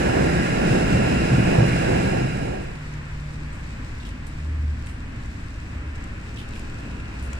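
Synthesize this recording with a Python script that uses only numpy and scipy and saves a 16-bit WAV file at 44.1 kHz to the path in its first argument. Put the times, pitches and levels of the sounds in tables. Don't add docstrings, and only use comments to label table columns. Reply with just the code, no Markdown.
import sys
import numpy as np
from scipy import signal
from scipy.fft import rfft, irfft, next_fast_len
from scipy.io import wavfile
from scipy.ndimage import uniform_filter1d

SR = 44100
rng = np.random.default_rng(int(sys.argv[2]) if len(sys.argv) > 2 else 0)


def persist_wave(psi):
    counts = np.round(np.clip(psi, -1, 1) * 32767).astype(np.int16)
    wavfile.write(sys.argv[1], SR, np.atleast_2d(counts).T)


N = 325899
TIME = np.arange(N) / SR
FFT_SIZE = next_fast_len(N, True)
BIN_HZ = np.maximum(np.arange(FFT_SIZE // 2 + 1) * SR / FFT_SIZE, 1)
OPEN_S, OPENING_S = 2.39, 0.27


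def undb(db):
    return 10 ** (np.asarray(db) / 20)


def unit(x):
    return x / np.sqrt(np.mean(x ** 2))


def spectrum(x):
    return rfft(x, FFT_SIZE)


def waveform(x):
    return irfft(x, FFT_SIZE)[..., :N]


def curves(table):
    s, *columns = np.transpose(table)
    return [np.interp(TIME, s, column) for column in columns]


def across(points):
    hz, value = np.transpose(points)
    return np.interp(np.log(BIN_HZ), np.log(hz), value)


def colour(points):
    low, high = points[0][0], points[-1][0]
    return undb(across(points)) * np.minimum(BIN_HZ / low, 1) ** 2 * np.minimum(high / BIN_HZ, 1) ** 4


def resonance(hz, width):
    return 1 / (1 + ((BIN_HZ ** 2 - hz ** 2) / (BIN_HZ * width)) ** 2)


def resonances(modes):
    return sum(undb(db) * resonance(hz, width) for hz, width, db in modes)


def swell(s, length):
    return np.exp(-(2 * (TIME - s) / length) ** 2)


def walk(rate):
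    hold = int(SR / rate)
    steps = np.repeat(rng.standard_normal(N // hold + 1), hold)
    return unit(uniform_filter1d(uniform_filter1d(steps, hold), hold)[:N])


def phase_of(hz):
    return 2 * np.pi * np.cumsum(hz) / SR


def noise():
    return rng.standard_normal((2, N))


def grains(rate, spread_db):
    size_db = spread_db * np.minimum(rng.exponential(size=(2, N)), 5)
    hits = rng.random((2, N)) < rate / SR
    return unit(hits * np.sign(noise()) * undb(size_db))


def add(track, s, sound):
    i = int(s * SR)
    track[..., i:i + sound.shape[-1]] += sound[..., :N - i]


def microphones(pair, gain, likeness, balance, lag_ms):
    shared, separate = spectrum(pair) * gain
    alike, balance_db = np.clip(across(likeness), 0, 1), across(balance)
    delay = np.exp(-2j * np.pi * BIN_HZ * lag_ms / 1000)
    left = alike * shared * delay + np.sqrt(1 - alike ** 2) * separate
    return unit(waveform([left * undb(balance_db / 2), shared * undb(-balance_db / 2)]))


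# frequency in Hz, coherence from 0 to 1.
FAR_COHERENCE = [(100, 1), (230, 0.92), (310, 0.8), (430, 0.041), (1400, 0.039), (1900, 0.18), (2450, 0.69),
                 (3200, 0.09), (7000, 0.11)]
# frequency in Hz, left minus right in dB.
FAR_BALANCE = [(330, 0.5), (550, -1.5), (750, -4.5), (1000, -5.5), (1350, 4), (1800, 3), (2400, -0.5),
               (5800, -0.5), (7900, 8.5), (9600, -6.5), (12000, -0.5)]

def far(pair, gain):
    return microphones(pair, gain, FAR_COHERENCE, FAR_BALANCE, lag_ms=0.22)


# frequency in Hz, coherence from 0 to 1.
NEAR_COHERENCE = [(80, 1), (220, 0.91), (370, 0.91), (720, 0.99), (1000, 0.67), (1500, 0.4), (2600, 0.22),
                  (6000, 0)]
# frequency in Hz, left minus right in dB.
NEAR_BALANCE = [(250, 0.2), (400, -0.5), (600, -5), (800, -6), (1100, -2.5), (1600, -3.5), (2500, -2),
                (6000, -1), (7700, 6.5), (9700, -10.5), (12000, -4)]

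def near(pair, gain, lag_ms=0.49):
    return microphones(pair, gain, NEAR_COHERENCE, NEAR_BALANCE, lag_ms)


# frequency in Hz, relative level in dB.
WIND_SPECTRUM = [(15, -3), (24, -2.5), (34, -17), (50, -0.5), (66, -7), (90, -14), (150, -19)]

def wind():
    breeze_db = np.interp(TIME, [0, 0.63], [-44, -34.5])
    return far(noise(), colour(WIND_SPECTRUM)) * undb(breeze_db)


# frequency in Hz, relative level in dB.
TRAFFIC_SPECTRUM = [(60, -3.5), (115, 0), (140, -3.5), (200, -5.5), (250, -4), (320, -10.5), (420, -20),
                    (700, -34)]

def traffic(db_per_s=0.66):
    rumble_db = -40.5 + db_per_s * (TIME - OPEN_S)
    return far(noise(), colour(TRAFFIC_SPECTRUM)) * undb(rumble_db + walk(9.7))


# frequency in Hz, relative level in dB.
ROAR_SPECTRUM = [(300, -1), (550, 0.5), (720, -4), (1050, 0), (1300, -1), (1700, 1.5), (2100, -0.5),
                 (2500, -0.5), (3100, -10.5), (4500, -24)]
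HISS_SPECTRUM = [(2500, -8), (3700, 4.5), (5300, 3), (6400, -1), (7200, 0), (7950, 1), (8500, -6),
                 (9600, -9), (11000, -16.5), (15000, -18)]
# time in seconds, level in dB.
ROAR_LEVELS = [(3.0, -43), (3.8, -43), (4.65, -46), (4.95, -44), (6.2, -44), (7.39, -43)]
HISS_LEVELS = [(2.8, -55.5), (3.7, -53), (4.65, -58), (5.0, -55.5), (6.2, -55.5), (7.39, -54)]

def tyres(droplets_db=-19):
    (roar_db,), (hiss_db,) = curves(ROAR_LEVELS), curves(HISS_LEVELS)
    roar = far(noise(), colour(ROAR_SPECTRUM)) * undb(roar_db + 0.87 * walk(14))
    water = noise() + 0.38 * grains(700, spread_db=7.5)
    hiss = far(water, colour(HISS_SPECTRUM)) * undb(hiss_db + 1.14 * walk(12))
    droplets = far(grains(110, spread_db=1.5), resonance(7900, 2600))
    return roar + hiss + droplets * undb(hiss_db + droplets_db + 2 * walk(8.9))


# time in seconds, firing rate in Hz.
DIESEL_RATE = [(2.8, 37.1), (4.35, 37.47), (4.7, 37.22), (6.6, 36.21), (7.1, 32.55)]
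# harmonic number, level in dB.
DIESEL_HARMONICS = [(2, -43.5), (3, -46), (4, -58)]
# peak time and length in seconds, pitch in Hz, level in dB.
DIESEL_BOOMS = [(3.102, 1, 149, -38), (4.3, 1.2, 75, -44), (4.443, 0.54, 150, -42), (4.626, 0.32, 74, -25),
                (5.8, 0.54, 73, -38), (7.3, 0.39, 65, -35)]

def diesel(waver_db=1.9, wobble=0.00853):
    firing_hz, = curves(DIESEL_RATE)
    phase = phase_of(firing_hz * (1 + wobble * walk(12)))
    hum = sum(np.sin(k * phase) * undb(db + waver_db * walk(12)) for k, db in DIESEL_HARMONICS)
    for s, length, hz, db in DIESEL_BOOMS:
        harmonic = round(hz / np.interp(s, *np.transpose(DIESEL_RATE)))
        hum += np.sin(harmonic * phase) * swell(s, length) * undb(db + waver_db * walk(14))
    return np.sqrt(2) * hum


# time in seconds, pitch in Hz, relative level in dB.
MOTOR_COURSE = [(4.6, 96.1, -57), (5.2, 99, -43.5), (5.8, 101, -42), (6.53, 109, -39.5), (7.39, 105, -50)]
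# harmonic number, relative level in dB.
MOTOR_HARMONICS = [(1, -4.5), (3, -13.5), (4, -23.5)]

def motor(gain_db=-0.5, wobble=0.00507, waver_db=3):
    hz, level_db = curves(MOTOR_COURSE)
    phase = phase_of(hz * (1 + wobble * walk(10)))
    hum = sum(np.sin(k * phase) * undb(db + waver_db * walk(9.1)) for k, db in MOTOR_HARMONICS)
    return np.sqrt(2) * hum * undb(level_db + gain_db)


# pitch and width in Hz, relative level in dB.
ONCOMING_MODES = [(275, 80, 8), (418, 39, 5), (550, 80, 0), (688, 52, -1.5), (785, 72, -4), (1020, 160, -4),
                  (1410, 270, -4), (2580, 530, -2.5)]

def oncoming_tram(dull_hz=3200, arrival_s=7.03, db_per_s=6):
    dulled_modes = resonances(WHEEL_MODES) / (1 + (BIN_HZ / dull_hz) ** 6)
    approach_db = np.interp(TIME, [3, 7.4], [-67, -47.5])
    steel = far(noise(), dulled_modes) * undb(approach_db + walk(16))
    arrival_db = -44 + db_per_s * np.minimum(TIME - arrival_s, 0)
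    body = far(noise(), resonances(ONCOMING_MODES)) * undb(arrival_db + walk(9))
    return steel + body


# start in seconds, relative level in dB, pitch in Hz.
GRIT_TICKS = [(2.79, -49, 8060), (2.938, -42, 6000), (3.2, -55, 8000), (3.208, -47, 9000),
              (3.335, -47, 9000), (3.53, -44, 8500), (3.9842, -43, 9300), (4.032, -46, 8000),
              (4.0896, -40, 9000), (4.268, -38, 9300), (4.8605, -42, 9500), (4.870, -37.5, 9500),
              (5.2584, -42, 8000), (5.9579, -41, 7500), (6.0403, -39, 7500), (6.3428, -43, 6500),
              (6.362, -43, 5500), (6.4892, -39, 9300), (6.594, -34.5, 9400), (6.7852, -43, 5700),
              (7.0003, -45, 7000), (7.1955, -42, 7000), (7.2375, -47, 8950), (7.3312, -32.5, 7300),
              (7.352, -42, 8500)]
# frequency in Hz, relative level in dB.
BREAK_SPECTRUM = [(500, -40), (1500, 0), (3000, 1), (5500, 3.5), (8000, 1.5), (10000, -7), (12000, -12),
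                  (15000, -13)]

def grit(gain_db=-4.5, decay_s=0.0038, ring=1.8, scatter_db=-80):
    t, ticks = np.arange(SR // 30) / SR, np.zeros((2, N))
    for s, db, hz in GRIT_TICKS:
        burst = rng.standard_normal((2, len(t))) * np.exp(-t / decay_s)
        rung = signal.lfilter(*signal.iirpeak(hz, Q=6, fs=SR), burst)
        add(ticks, s, undb(db + gain_db) * unit(burst + ring * rung) * burst.std())
    snap = colour(BREAK_SPECTRUM)
    scatter = far(grains(55, spread_db=-0.5), snap) * undb(scatter_db)
    return far(ticks, snap) * ticks.std() + scatter


# start and length in seconds, relative level in dB, centre in Hz.
SLUSH_CRUNCHES = [(3.52, 0.12, -56, 7500), (3.998, 0.048, -48.5, 3600), (4.046, 0.072, -46, 2870),
                  (4.06, 0.03, -69, 10000), (4.263, 0.038, -53, 8550), (4.857, 0.088, -56, 8300),
                  (4.888, 0.017, -47, 2660), (6.364, .014, -46, 3380), (6.379, 0.065, -43, 3080),
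                  (6.372, 0.06, -62, 9500), (6.527, 0.089, -47.5, 2750), (6.55, 0.052, -64, 10000),
                  (7.22, 0.067, -52, 8900)]

def slush(gain_db=-1.5, brightness=0.11):
    breaks, out = grains(2600, spread_db=2.5), np.zeros((2, N))
    snap = brightness * colour(BREAK_SPECTRUM)
    for s, length, db, hz in SLUSH_CRUNCHES:
        age = np.maximum(TIME - s, 0) / length
        envelope = np.minimum(age * 10, 1) * np.exp(-age ** 2)
        out += far(breaks, resonance(hz, 0.35 * hz) + snap) * envelope * undb(db + gain_db)
    return out


# start in seconds, peak level in dB, pitch in Hz.
ICE_KNOCKS = [(4.031, -38, 2750), (4.0896, -38, 2700), (4.869, -36, 2650), (6.3728, -29.5, 2750),
              (6.3855, -34, 3000), (6.398, -35, 2600), (6.535, -35, 2600), (6.56, -36, 2400),
              (6.5935, -36, 2400), (7.0, -35, 2700), (7.056, -39, 2900), (7.3305, -35, 2400)]
# multiple of the pitch, relative level in dB.
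ICE_MODES = [(0.77, -8), (1, 1), (1.17, -5), (1.4, -5.5), (1.75, -23)]

def ice(push_s=0.0023, t60_s=0.015):
    t, out = np.arange(SR // 20) / SR, np.zeros((2, N))
    for s, db, hz in ICE_KNOCKS:
        phases = 0.9 * rng.standard_normal((len(ICE_MODES), 2, 1))
        ring = sum(undb(mode_db) * np.sin(2 * np.pi * hz * ratio * t + phase)
                   for (ratio, mode_db), phase in zip(ICE_MODES, phases))
        snap = ring * (1 - np.exp(-t / push_s)) * undb(-60 * t / t60_s)
        add(out, s, undb(db) * snap / np.abs(snap).max())
    return out


# frequency in Hz, relative level in dB.
SPRAY_SPECTRUM = [(300, -12), (2000, 6), (3300, -3.5), (4500, -5.5), (6200, -7), (7800, -5), (8600, -10.5),
                  (9900, -13), (11300, -23.5), (15000, -26)]

def rail_spray():
    water = noise() + 0.38 * grains(2500, spread_db=5.5)
    puddle_db = 2 * swell(0.455, 0.041)
    return near(water, colour(SPRAY_SPECTRUM)) * undb(-35 + puddle_db + 0.77 * walk(21.75))


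# peak time and length in seconds, pitch in Hz, relative level in dB.
RIM_TONES = [(0.23, 0.91, 1635, -43.5), (0.26, 0.25, 2795, -48), (0.88, 0.36, 1362, -46),
             (1.1, 0.4, 2765, -45), (1.5, 0.35, 2485, -47), (1.67, 0.7, 2830, -48.5),
             (1.7, 0.6, 1655, -45.5), (0.8, 2.2, 5080, -58)]

def singing_rims(wander=0.00401, waver_db=2.5):
    out = np.zeros((2, N))
    for s, length, hz, db in RIM_TONES:
        phase = phase_of(hz * (1 + wander * walk(30)))
        sides = np.array([np.sin(phase + walk(6)), np.sin(phase)])
        out += sides * swell(s, length) * undb(db + waver_db * walk(14.2))
    return np.sqrt(2) * out


# pitch and width in Hz, relative level in dB.
WHEEL_MODES = [(1030, 430, -4), (1393, 100, 2), (1410, 220, -1), (1530, 70, 1), (1626, 68, 2.5),
               (1675, 123, 2), (1860, 540, -3), (2170, 140, -2.5), (2376, 96, 0), (2490, 58, 1),
               (2580, 65, 1.5), (2760, 266, 0.5), (3960, 240, -10), (5070, 420, -10.5)]
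# peak time and length in seconds, pitch in Hz, lift or dip in dB.
RAIL_FLARES = [(0.1, 0.45, 1640, 2), (0.34, 0.3, 1940, 6), (0.28, 0.18, 2800, -4), (0.793, 0.17, 1640, 3),
               (0.88, 0.3, 1370, 2.5), (1.11, 0.35, 2780, 2.5), (1.51, 0.13, 2600, 5), (1.8, 0.26, 1570, 4),
               (1.85, 0.23, 2170, 3)]

def wheels(brighten_s=0.41, leave_s=2.5, wander=0.005, flare_octaves=0.1):
    out, samples = np.zeros((2, N)), np.arange(N)
    db_per_octave = -3 * np.exp(-TIME / brighten_s) - 4 * np.maximum(TIME - leave_s, 0)
    flares = [(centre, db * swell(s, length)) for s, length, centre, db in RAIL_FLARES]
    for hz, width, db in WHEEL_MODES:
        ring = waveform(spectrum(noise()) * resonance(hz, width))
        position = np.cumsum(1 + wander * walk(5)) % N
        bent = np.array([np.interp(position, samples, side) for side in ring])
        flare_db = sum(lift * np.exp(-(np.log2(hz / centre) / flare_octaves) ** 2)
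                       for centre, lift in flares)
        tilt_db = db_per_octave * np.log2(min(hz, 2800) / 2000)
        out += bent * undb(db + tilt_db + flare_db - 0.2 * walk(9.34))
    return near(out, 1) * undb(-26)


# frequency in Hz, relative level in dB.
BODY_SPECTRUM = [(42, -9.5), (62, -4), (92, -9.5), (128, -4), (180, -1), (240, -6.5), (330, -7.5),
                 (390, -10.5), (450, -13.5), (750, -14), (1200, -39.5)]

def body_rumble():
    return near(noise(), colour(BODY_SPECTRUM), lag_ms=0.55) * undb(-20.5 + 0.81 * walk(5.86))


def body_boom():
    return near(noise(), resonance(125, 48)) * undb(-21.5) * swell(2.19, 0.8)


# pitch and width in Hz, relative level in dB.
PANEL_MODES = [(256, 32, 1.5), (329, 35, 3.5), (387, 25, 7), (482, 120, 3.5), (630, 420, -4), (740, 97, -7)]

def panels():
    return near(noise(), resonances(PANEL_MODES), lag_ms=0.77) * undb(-27 + 3.3 * walk(11))


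# start in seconds, level in dB.
JOINT_THUMPS = [(0.074, -19), (0.691, -15), (.94, -10.5), (1.028, -23), (1.315, -9), (1.381, -10.5),
                (1.417, -17), (1.583, -6.5), (1.629, -16.5), (1.688, -16.5), (2.048, -14.5)]
# pitch in Hz, relative level in dB, seconds to fall by 60 dB.
BOGIE_MODES = [(87.5, -4, 0.15), (122.2, 7, 0.2), (145.1, -0.5, 0.24), (183.5, -1, 0.31),
               (211.4, -5.5, 0.29), (337.8, -12, 0.34)]

def bogies(push_s=0.0055, rattle=0.15):
    t, thumps = np.arange(SR // 2) / SR, np.zeros(N)
    for s, db in JOINT_THUMPS:
        detunes = 1 + 0.039 * rng.standard_normal(len(BOGIE_MODES))
        ring = sum(undb(mode_db - 60 * t / t60) * np.sin(2 * np.pi * hz * detune * t)
                   for (hz, mode_db, t60), detune in zip(BOGIE_MODES, detunes))
        ring *= 1 - np.exp(-t / push_s)
        add(thumps, s, undb(db) * ring / np.abs(ring).max())
    shake = np.sqrt(np.abs(uniform_filter1d(thumps ** 2, SR // 50)))
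    return thumps + rattle * shake * near(noise(), colour(BODY_SPECTRUM))


def near_tram(ease_db_per_s=-0.11, gone_s=2.834, fade_s=0.92):
    rumble, boom = body_rumble(), body_boom()
    ringing, spray = panels() + wheels(), rail_spray()
    rolling = (rumble + ringing + singing_rims()) * undb(ease_db_per_s * TIME)
    fade = np.clip((gone_s - TIME) / fade_s, 0, 1) ** 0.99
    return (rolling + boom + spray + bogies()) * fade


def scene():
    opening = np.clip((TIME - OPEN_S) / OPENING_S, 0, 1)
    street = traffic() + tyres() + diesel() + motor() + oncoming_tram()
    crackle = grit() + slush() + ice()
    return near_tram() + opening * street + crackle + wind()


def record(dry, top_hz=15100):
    return signal.sosfilt(signal.ellip(10, .2, 70, top_hz, fs=SR, output="sos"), dry)


dry = scene()
out = record(dry)
persist_wave(out)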